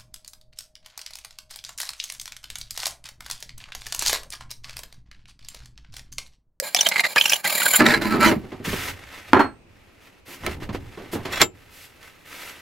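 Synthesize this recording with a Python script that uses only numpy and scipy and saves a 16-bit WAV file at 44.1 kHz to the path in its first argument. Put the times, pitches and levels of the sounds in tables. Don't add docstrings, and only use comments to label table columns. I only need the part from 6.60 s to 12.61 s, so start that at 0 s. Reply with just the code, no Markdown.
import sys
import numpy as np
from scipy import signal
from scipy.io import wavfile

SR = 44100
rng = np.random.default_rng(int(sys.argv[2]) if len(sys.argv) > 2 else 0)


def transcribe(signal):
    frames = np.atleast_2d(signal).T
    limited = np.clip(frames, -1, 1)
    pcm = np.round(limited * 32767).astype(np.int16)
    wavfile.write(sys.argv[1], SR, pcm)


N = 265041
TIME = np.arange(N) / SR

# (time [s], click level [dB], click tilt [dB per octave], twang level [dB], twang pitch [Hz])
CATCHES = [(0, -10.5, 6, -31, 540), (0.023, -45, 2, -26.5, 546), (0.1474, -3, 4.5, -18.5, 724),
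           (.268, -8.5, 3.5, -21, 660), (0.2883, -6, 11.5, -31, 637), (0.405, -12.5, 4.5, -25, 690),
           (.561, -7, 0.5, -18.5, 978), (0.8443, -15.5, 1, -24.5, 825)]
# (first skip [s], last skip [s], rate [skips per s], scrape level [dB],
# tooth fizz level [dB], fizz growth over the run [dB], chirp pitch [Hz], chirp level [dB], pitch scatter [octaves])
RUNS = [(0.173, 0.293, 53, -28, -30, 5.5, 3410, -29.5, 0.11),
        (0.32, 0.407, 41, -28.5, -47, 19, 2170, -26.5, .06),
        (0.441, 0.468, 60, -23.5, -55, -10.5, 2044, -21, .1),
        (0.563, 0.762, 48, -30.5, -26, -1, 2865, -26, .12),
        (.851, 1.164, 37.3, -23, -18, 12, 2049, -27.5, .18)]
# (start [s], end [s], level [dB])
GLIDES = [(.022, .09, -31.5), (.1, .145, -43), (.48, .533, -34.5), (.765, .808, -37.5),
          (1.175, 1.195, -21.5)]
# (middle [s], length [s], pitch [Hz], level [dB], overtone level [dB])
SQUEALS = [(0.167, .0056, 3090, -17, -18), (0.193, .01, 3530, -19.5, -32),
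           (.212, .0054, 2960, -17.5, -11.5), (0.266, .008, 3130, -14, -33), (.325, 0.014, 2174, -28, -48),
           (0.36, 0.0039, 2100, -17.5, -39), (0.367, 0.0064, 2030, -17.5, -39),
           (.397, 0.0056, 2160, -12.5, -21.5), (0.445, 0.011, 2130, -19, -35),
           (0.571, .009, 1735, -12.5, -33.5), (0.584, .007, 2500, -10.5, -21.5),
           (.613, .0034, 3016, -9, -27.5), (0.659, .005, 2824, -11, -21), (0.6974, .0035, 2930, -26.5, -12),
           (.724, .004, 2490, -14, -25), (0.734, .005, 3005, -11.5, -18), (0.864, .012, 2000, -21, -45),
           (1.066, .005, 1570, -13, -28), (1.145, .016, 1536, -19.5, -22),
           (1.021, 0.0055, 1510, -21, -23.5), (1.213, 0.018, 621, -23.5, -22.5),
           (1.266, .005, 1950, -12, -16), (1.308, .01, 1800, -16, -26), (1.344, .009, 1700, -17, -31.5),
           (1.537, .047, 1327, -24, -45), (1.632, .034, 1344, -15.5, -33), (1.656, .02, 2020, -17, -40),
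           (1.676, .045, 970, -19, -54), (1.68, 0.037, 3025, -26.5, -33)]
# (start [s], end [s], cutting level [dB], growth over the stroke [dB],
# bench shudder level [dB], tooth fizz level [dB])
STROKES = [(1.189, 1.218, -16.5, -3.5, -15, -41), (1.249, 1.356, -17, 0, -32, -33),
           (1.412, 1.57, -28.5, -10.5, -25.5, -42), (1.597, 1.707, -20, 0, -24, -30.5)]
# (time [s], level [dB], tilt [dB per octave],
# rattle decay [s], knock pitch [Hz], steel ring level [dB])
BOUNCES = [(2.7325, 1.5, 0, 0.0033, 893, -40), (2.744, -12.5, 0, 0.022, 1023, -53),
           (2.765, -15, -2, 0.0082, 1190, -48), (2.768, -14, -1, 0.019, 690, -42),
           (2.794, -11.5, 1.5, 0.012, 892, -48), (2.802, -13, 1, 0.02, 1355, -33),
           (2.843, -26, -1, .03, 1340, -43)]
# (time [s], level [dB], tilt [dB per octave], rattle decay [s])
KNOCKS = [(1.2, -18.5, -.5, 0.11), (1.259, -11, 1, 0.003), (1.418, -25, 4.5, 0.023),
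          (1.539, -19.5, -1.5, 0.096), (1.714, -14, -0.5, 0.021), (1.763, -18, -18, 0.0097),
          (1.837, -34, -3, 0.032), (1.919, -32.5, 0.5, 0.033), (2.001, -31.5, -6.5, 0.023),
          (2.07, -22.5, -13, 0.023), (2.129, -20.5, -0.5, 0.018), (2.552, -45.5, 0, 0.0099),
          (3.681, -42.5, 0.5, 0.072), (3.835, -31.5, 1, 0.06), (3.864, -20, 9.5, 0.0029),
          (3.871, -25.5, 1.5, 0.022), (4.021, -33.5, 1.5, 0.024), (4.091, -25, 0, 0.017),
          (4.147, -24.5, 1, 0.012), (4.374, -35.5, .5, 0.075), (4.53, -25, -2.5, 0.026),
          (4.551, -22.5, -1.5, 0.037), (4.652, -28.5, 2.5, 0.05), (4.822, -19.5, -3, .022),
          (5.428, -43, 6.5, 0.0066)]
# (time [s], level [dB])
CLANKS = [(1.263, -23), (4.725, -34), (4.758, -31), (4.8151, -7)]
# (middle [s], length [s], level [dB])
BAR_SLIDES = [(4.658, 0.0049, -36.5), (4.732, 0.018, -31), (4.775, 0.019, -36), (4.81, .013, -22.5)]
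# (start [s], end [s], rise [s], level [dB], knit brushing relative to it [dB])
RUBS = [(1.781, 2.04, 0.014, -54.5, -20.5), (2.04, 2.299, 0.0074, -33.5, -3.5),
        (2.323, 2.72, 0.018, -48, -18), (2.5, 2.573, .03, -45, -13.5), (3.076, 3.6, .03, -62, -11),
        (3.4, 3.478, .02, -59, -5), (3.65, 3.75, .04, -45, 2), (3.767, 3.935, 0.095, -38, -13),
        (3.999, 4.04, 0.0072, -42.5, -21), (4.125, 4.15, 0.0082, -38, -23), (4.18, 4.52, 0.057, -51, -13),
        (4.514, 4.539, 0.021, -41.5, 9.5), (4.584, 4.8, 0.025, -46.5, -17.5), (4.934, 5.66, .02, -57.5, -6),
        (5.099, 5.255, .06, -63.5, 15.5), (5.405, 5.48, .02, -51, -8), (5.645, 5.897, 0.072, -41.5, -2),
        (5.905, 6.0, 0.0067, -47, -9)]
# (start [s], end [s], rumble level [dB])
LEANS = [(1.203, 1.75, -41), (2.048, 2.099, -33), (2.67, 2.8, -46), (3.791, 4.15, -36.5), (4.466, 4.8, -46),
         (5.76, 6.0, -70)]

# (frequency [Hz], level [dB])
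SCRAPE = [(60, -51), (180, -12), (400, -13), (700, -6), (1150, -7.5), (1600, -3.5), (2500, -2),
          (3300, -10.5), (4800, -12), (6000, -13.5), (8000, -20), (11000, -21.5), (16000, -36)]
# (frequency [Hz], level [dB])
FIZZ = [(200, -61.5), (2000, -25), (4200, -2.5), (5500, -24), (6500, -12.5), (7280, 5), (7800, -24),
        (8700, -14), (9350, 6.5), (9900, -4), (10500, -8), (11300, 3), (13600, -4), (15500, 0.5)]
# (frequency [Hz], level [dB])
CUT = [(200, -31), (450, -6), (620, 3), (760, -4.5), (950, 0), (1150, -42.5), (1350, 2.5), (1800, 4),
       (2400, -0.5), (3400, -15), (4250, -6), (5600, -17.5), (9000, -21), (14000, -62)]
# (frequency [Hz], level [dB])
SHUDDER = [(40, -38), (100, -6), (165, -13.5), (215, 12.5), (260, -5), (320, 8.5), (400, -11.5), (520, -33),
           (900, -39.5)]
# (frequency [Hz], level [dB])
PLANK = [(35, -27.5), (95, 1.5), (150, -10.5), (240, 2), (340, 5), (540, -5.5), (850, -0.5), (1500, -3),
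         (2300, -12), (3500, -25.5), (5400, -37), (11400, -47.5), (15000, -50)]
# (frequency [Hz], level [dB])
THUD = [(40, -18), (100, 6.5), (230, 8.5), (350, 14), (520, 3), (850, 0.5), (1500, -5), (2300, -10),
        (4000, -17), (8000, -33.5), (16000, -46)]
# (frequency [Hz], level [dB])
GLOVE = [(100, -7), (300, -1.5), (600, -2), (1100, -1), (2000, 3), (2800, -1), (4200, -8), (6400, -13.5),
         (9000, -18.5), (12700, -17.5), (16000, -30)]
# (frequency [Hz], level [dB])
RUMBLE = [(20, -1.5), (45, -3), (92, 3), (140, -7), (200, -11), (350, -12), (520, -23), (900, -23),
          (2000, -53)]
# (frequency [Hz], level [dB])
AIR = [(20, -18.5), (90, -9), (220, -3.5), (460, -5.5), (1100, -14.5), (1700, -17), (2600, -11),
       (3100, -20.5), (6000, -27.5), (12000, -37), (16000, -42)]
# (frequency [Hz], level [dB], time to fall 60 dB [s])
BENCH = [(236, -0.5, 0.12), (104, -41, .3), (327.6, -4.5, 0.23), (386, -6, 0.09), (450, -1.5, 0.21),
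         (594, -10, 0.086), (632, 6.5, 0.11), (822, -5.5, 0.057), (1021, -0.5, 0.088), (1316, 7, 0.12),
         (1660, -36, 0.034), (1735, 0.5, 0.084), (1620, -13, 0.052), (1813, -29, 0.055), (2116, 2, 0.091),
         (2296, 4, 0.08), (3030, -11, 0.14), (4067, 1, 0.03), (4660, -11, 0.048)]
# (frequency [Hz], level [dB], time to fall 60 dB [s])
RASP = [(2640, -22, .3), (4262, -1, .17), (8265, -25.5, 0.5), (8721, -19, 0.3), (11400, -19, .22),
        (14580, -30.5, .3)]
# (frequency [Hz], level [dB], time to fall 60 dB [s])
VISE_BAR = [(2670, -13.5, .1), (3260, -9.5, .09), (3415, 0, 0.03), (3733, -11, .085), (4290, -1.5, .03),
            (5450, -5, .06), (7310, -4, 0.12), (11680, -11, 0.099), (15800, -15.5, .075)]
# (frequency [Hz], time to fall 60 dB [s])
ROOM = [(100, 0.33), (500, 0.19), (2000, 0.059), (6000, 0.072), (15000, 0.062)]

SKIP_SHARE = 0.42
SKIP_SPREAD_DB = 2.06
DRAG_DB, DRAG_FADE_S = -9.5, 0.0077
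SQUEAL_SCRAPE_DB = -7.5
BITE_S, LIFT_S, SHUDDER_FADE_S = 0.005, 0.017, 0.055
CLANK_TILT_DB, CLANK_RATTLE_S, CLANK_RING_DB = 6.5, 0.0098, -1
SLIDE_HISS_DB = 5.5
RELEASE_S = 0.018
LEAN_S, SETTLE_S, RESTING_DB = 0.039, 0.15, -60.5
AIR_DB = -53
EDGE_HZ = 15900


def chatter(arch=0.048, sag=0.01932, third_db=-13, chirp_octave_db=-10, glide_fizz_db=-2):
    squeal, scrape, fizz = np.zeros((3, N))
    wobble = 1 + 0.04 * wander(500)
    rough = 1 + 0.45 * wander(700)
    teeth = grains(2500, 3.2, 0.55)
    fine_teeth = grains(3500, 3, 0.7)
    chirps = []
    for s, length, hz, chirp_db, scrape_db, fizz_db in skips():
        at, shape = swell(s, length)
        scrape[at] += shape * amp(scrape_db)
        fizz[at] += shape * amp(fizz_db)
        chirps.append((s, length, hz, chirp_db, chirp_db + chirp_octave_db))
    for s, length, hz, squeal_db, octave_db in chirps + SQUEALS:
        at, shape = swell(s, length)
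        u = np.clip((TIME[at] - s) / length, -2, 2)
        pitch = hz * (1 - arch * u ** 2 - sag * u) * wobble[at]
        turn = 2 * np.pi * np.cumsum(pitch) / SR
        upper = np.sin(3 * turn) + 0.5 * np.sin(4 * turn)
        overtones = np.sin(2 * turn) + amp(third_db) * upper
        voice = amp(squeal_db) * np.sin(turn) + amp(octave_db) * overtones
        squeal[at] += shape * voice * np.sqrt(2)
        scrape[at] = np.hypot(scrape[at], shape * amp(squeal_db + SQUEAL_SCRAPE_DB))
    touches = GLIDES + [(first, last, scrape_db + DRAG_DB) for first, last, _, scrape_db, *_ in RUNS]
    drag = sum(amp(db) * hold(start, end, DRAG_FADE_S, DRAG_FADE_S) for start, end, db in touches)
    scraping = (scrape + drag) * colour(blade(teeth), SCRAPE)
    fizzing = (fizz + amp(glide_fizz_db) * drag) * colour(blade(fine_teeth), FIZZ)
    return rough * squeal + scraping + fizzing


def skips():
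    rows = []
    for first, last, per_s, scrape_db, fizz_db, growth_db, hz, chirp_db, scatter in RUNS:
        times = np.linspace(first, last, round((last - first) * per_s) + 1)
        chances = rng.standard_normal((len(times), 2))
        for s, (force, pitch) in zip(times, chances):
            db = SKIP_SPREAD_DB * force
            progress = (s - first) / (last - first) - 0.5
            rows.append((s, SKIP_SHARE / per_s, hz * 2 ** (scatter * pitch), chirp_db + db, scrape_db + db,
                         fizz_db + growth_db * progress + db))
    return rows


def catches(click_s=0.0012, twang_s=0.006):
    out, t = np.zeros(N), TIME[:SR // 10]
    for s, click_db, tilt_db, twang_db, hz in CATCHES:
        burst = rng.choice([-1., 1.], len(t)) * np.exp(-t / click_s)
        crack = colour(burst, SCRAPE, tilt_db)
        twang = 2 * np.sin(2 * np.pi * hz * t) * np.exp(-t / twang_s)
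        twang *= (1 - np.exp(-t / click_s)) ** 2
        add(out, s, amp(click_db) * crack + amp(twang_db) * twang)
    return out


def strokes(judder_db=1.5, ring_db=-3, cut_db=-3, shudder_db=-3, fizz_db=-2, fizz_tilt_db=-5.0, travel_db=7.5):
    teeth = grains(1000, 3.2, 0.3) * unit(amp(judder_db * wander(70)))
    cutting, shaking, fizzing = np.zeros((3, N))
    for start, end, db, growth_db, shake_db, tooth_db in STROKES:
        growth = amp(growth_db * np.interp(TIME, [start, end], [-0.5, 0.5]))
        push = hold(start, end, BITE_S, LIFT_S) * growth
        cutting += amp(db) * push
        fizzing += amp(tooth_db) * push
        shaking += amp(shake_db) * hold(start, end, BITE_S, SHUDDER_FADE_S)
    force = teeth * cutting
    ringing = np.zeros(N)
    for mode in BENCH:
        feed = force * unit(amp(travel_db * wander(21.0)))
        ringing += signal.oaconvolve(feed, ring([mode]))[:N]
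    ringing /= np.linalg.norm(ring(BENCH))
    shudder = unit(colour(teeth, SHUDDER)) * shaking
    fizz = colour(blade(teeth), FIZZ, fizz_tilt_db) * fizzing
    return amp(cut_db) * colour(force, CUT) + amp(ring_db) * ringing + amp(shudder_db) * shudder + amp(fizz_db) * fizz


def blade(x, ring_s=0.0036, direct=0.48, travel_db=3):
    t = TIME[:SR // 30]
    weights = np.array([amp(travel_db * wander(11)) for _ in range(3)])
    weights /= np.linalg.norm(weights, axis=0)
    taps = rng.standard_normal((3, len(t))) * np.exp(-t / ring_s)
    ringing = sum(w * signal.oaconvolve(x, h / np.linalg.norm(h))[:N] for w, h in zip(weights, taps))
    return direct * x + 0.73 * ringing


def dropped_rasp(blow=3.7, knock_db=-4, knock_length=7, build_s=0.002):
    out = np.zeros(N)
    steel = ring(RASP) * (1 - np.exp(-TIME[:SR // 2] / build_s))
    for s, db, tilt_db, rattle_s, hz, steel_db in BOUNCES:
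        knock = ring([(hz, knock_db, knock_length * rattle_s)])
        wood = colour(contact(rattle_s, blow), PLANK, tilt_db) + knock
        add(out, s, amp(db) * wood + amp(steel_db) * steel)
    return out


def knocks():
    out = np.zeros(N)
    for s, db, tilt_db, rattle_s in KNOCKS:
        add(out, s, amp(db) * thud(tilt_db, rattle_s))
    return out


def clanks():
    out = np.zeros(N)
    for s, db in CLANKS:
        blow = thud(CLANK_TILT_DB, CLANK_RATTLE_S)
        add(out, s, amp(db) * (blow + amp(CLANK_RING_DB) * ring(VISE_BAR)))
    return out


def thud(tilt_db, rattle_s, bench_db=-27, blow=1.43):
    modes = [(hz, mode_db + tilt_db * np.log2(hz / BENCH[0][0]) / 2, t60) for hz, mode_db, t60 in BENCH]
    return colour(contact(rattle_s, blow), THUD, tilt_db) + amp(bench_db) * ring(modes)


def contact(rattle_s, blow):
    t = TIME[:SR // 2]
    return rng.choice([-1., 1.], len(t)) * np.exp(-t / rattle_s) + blow * (t == 0)


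def handling():
    palm, knit = glove_textures()
    return gloves(palm, knit) + bar_slides(palm, knit) + leaning()


def glove_textures(flutter_db=2.17, brush_db=-0.35, snag_db=-11, snags_per_s=45):
    fibres = grains(4000, 2.5, 1.4) * amp(flutter_db * wander(50))
    snags = amp(snag_db) * grains(snags_per_s, 0.97, 0)
    palm = colour(fibres + snags, GLOVE) * unit(amp(brush_db * wander(16) / 2))
    knit = colour(rng.standard_normal(N), GLOVE, tilt_db=5.5) * unit(amp(brush_db * wander(29)))
    return palm, knit


def gloves(palm, knit):
    pressure, brushing = np.zeros((2, N))
    for start, end, rise_s, db, knit_db in RUBS:
        rub = amp(db) * hold(start, end, rise_s, RELEASE_S)
        pressure += rub
        brushing += amp(knit_db) * rub
    return pressure * palm + brushing * knit


def bar_slides(palm, knit):
    sliding, bar = np.zeros(N), ring(VISE_BAR)
    for s, length, db in BAR_SLIDES:
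        at, shape = swell(s, length)
        sliding[at] += amp(db) * shape
    slide = sliding * (palm + 0.17 * knit)
    singing = signal.oaconvolve(slide, bar / np.linalg.norm(bar))[:N]
    return singing + amp(SLIDE_HISS_DB) * slide


def leaning():
    load = amp(RESTING_DB) * (TIME > LEANS[0][0])
    for start, end, db in LEANS:
        load = load + amp(db) * hold(start, end, LEAN_S, SETTLE_S)
    return load * colour(rng.standard_normal(N), RUMBLE)


def workshop_air():
    air = amp(AIR_DB) * np.array([colour(rng.standard_normal(N), AIR) for _ in range(2)])
    return 0.084 * air.mean(0) + 0.58 * air


def room(x):
    taps = rng.standard_normal((2, SR // 3)) * (rng.random((2, SR // 3)) < 0.15)
    taps[:, :SR // 1000] = 0
    hz, t, z = signal.stft(taps, SR, nperseg=256)
    decay = amp(-60 * t / read(ROOM, hz)[:, None])
    tail = signal.istft(z * decay, SR, nperseg=256)[1]
    walls = [(60, -23.0), (250, -1.0), (700, 0.5), (15000, 6.5)]  # (frequency [Hz], level [dB])
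    tail = np.array([colour(side, walls) for side in tail])
    return signal.oaconvolve(x[None], tail / np.linalg.norm(tail, axis=1, keepdims=True), axes=1)[:, :N]


def place(x, right_db, room_db, width_db):
    glance = np.roll(x, 37)
    treble = signal.butter(1, 2500, "high", fs=SR, output="sos")
    glance = signal.sosfilt(treble, glance) * np.array([[1], [-1]])
    sides = amp(np.array([[-right_db], [right_db]]) / 2)
    return (x + amp(width_db) * glance + amp(room_db) * room(x)) * sides


def amp(db):
    return 10 ** (np.asarray(db) / 20)


def unit(x):
    return x / np.sqrt(np.mean(x ** 2) + 1e-20)


def read(points, hz):
    f, value = np.transpose(points)
    return np.interp(np.log(hz + 1), np.log(f + 1), value)


def add(mix, s, sound):
    part = mix[max(round(s * SR), 0):][:len(sound)]
    part += sound[:len(part)]


def colour(x, spectrum, tilt_db=0):
    hz = np.fft.rfftfreq(4096, 1 / SR)
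    tilt = tilt_db * np.log2(np.maximum(hz, 200))
    log_gain = np.log(amp(read(spectrum, hz) + tilt))
    circle = np.r_[log_gain, log_gain[-2:0:-1]]
    taps = np.fft.ifft(np.exp(np.conj(signal.hilbert(circle)))).real
    return signal.oaconvolve(x, taps / np.linalg.norm(taps))[:len(x)]


def ring(modes):
    t = TIME[:SR // 2]
    out = np.zeros(len(t))
    for k, (hz, db, t60) in enumerate(modes):
        out += (-1) ** k * amp(db - 60 * t / t60) * np.sin(2 * np.pi * hz * t)
    return out


def wander(rate_hz):
    lowpass = signal.butter(2, rate_hz, fs=SR, output="sos")
    return unit(signal.sosfilt(lowpass, rng.standard_normal(N)))


def grains(per_s, spread_db, hiss):
    sizes = amp(spread_db * np.minimum(rng.exponential(1, N), 4)) * rng.choice([-1, 1], N)
    clicks = unit(sizes * (rng.random(N) < per_s / SR))
    return unit(clicks + hiss * rng.standard_normal(N))


def swell(s, length):
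    at = np.flatnonzero(abs(TIME - s) < 4 * length)
    return at, 1 / np.cosh(2 * np.arccosh(2) * (TIME[at] - s) / length)


def hold(start, end, attack_s, release_s):
    rise = 1 - np.exp(-np.maximum(TIME - start, 0) / attack_s)
    return rise * np.exp(-np.clip((TIME - end) / release_s, 0, 20))


def scene():
    return (place(chatter() + catches(), right_db=1.5, room_db=-6.5, width_db=-20.5)
            + place(strokes(), right_db=2.0, room_db=-7.5, width_db=-16.5)
            + place(dropped_rasp(), right_db=2.5, room_db=-9, width_db=-8.5)
            + place(knocks() + clanks(), right_db=2.0, room_db=-10, width_db=-8)
            + place(handling(), right_db=1.0, room_db=-4.5, width_db=-21.0)
            + workshop_air())


def record(dry):
    clipped = np.clip(dry, -1, 1)
    lowpass = signal.firwin(255, EDGE_HZ, window=("kaiser", 8), fs=SR)
    return signal.oaconvolve(clipped, lowpass[None], "same")


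dry = scene()
out = record(dry)
transcribe(out)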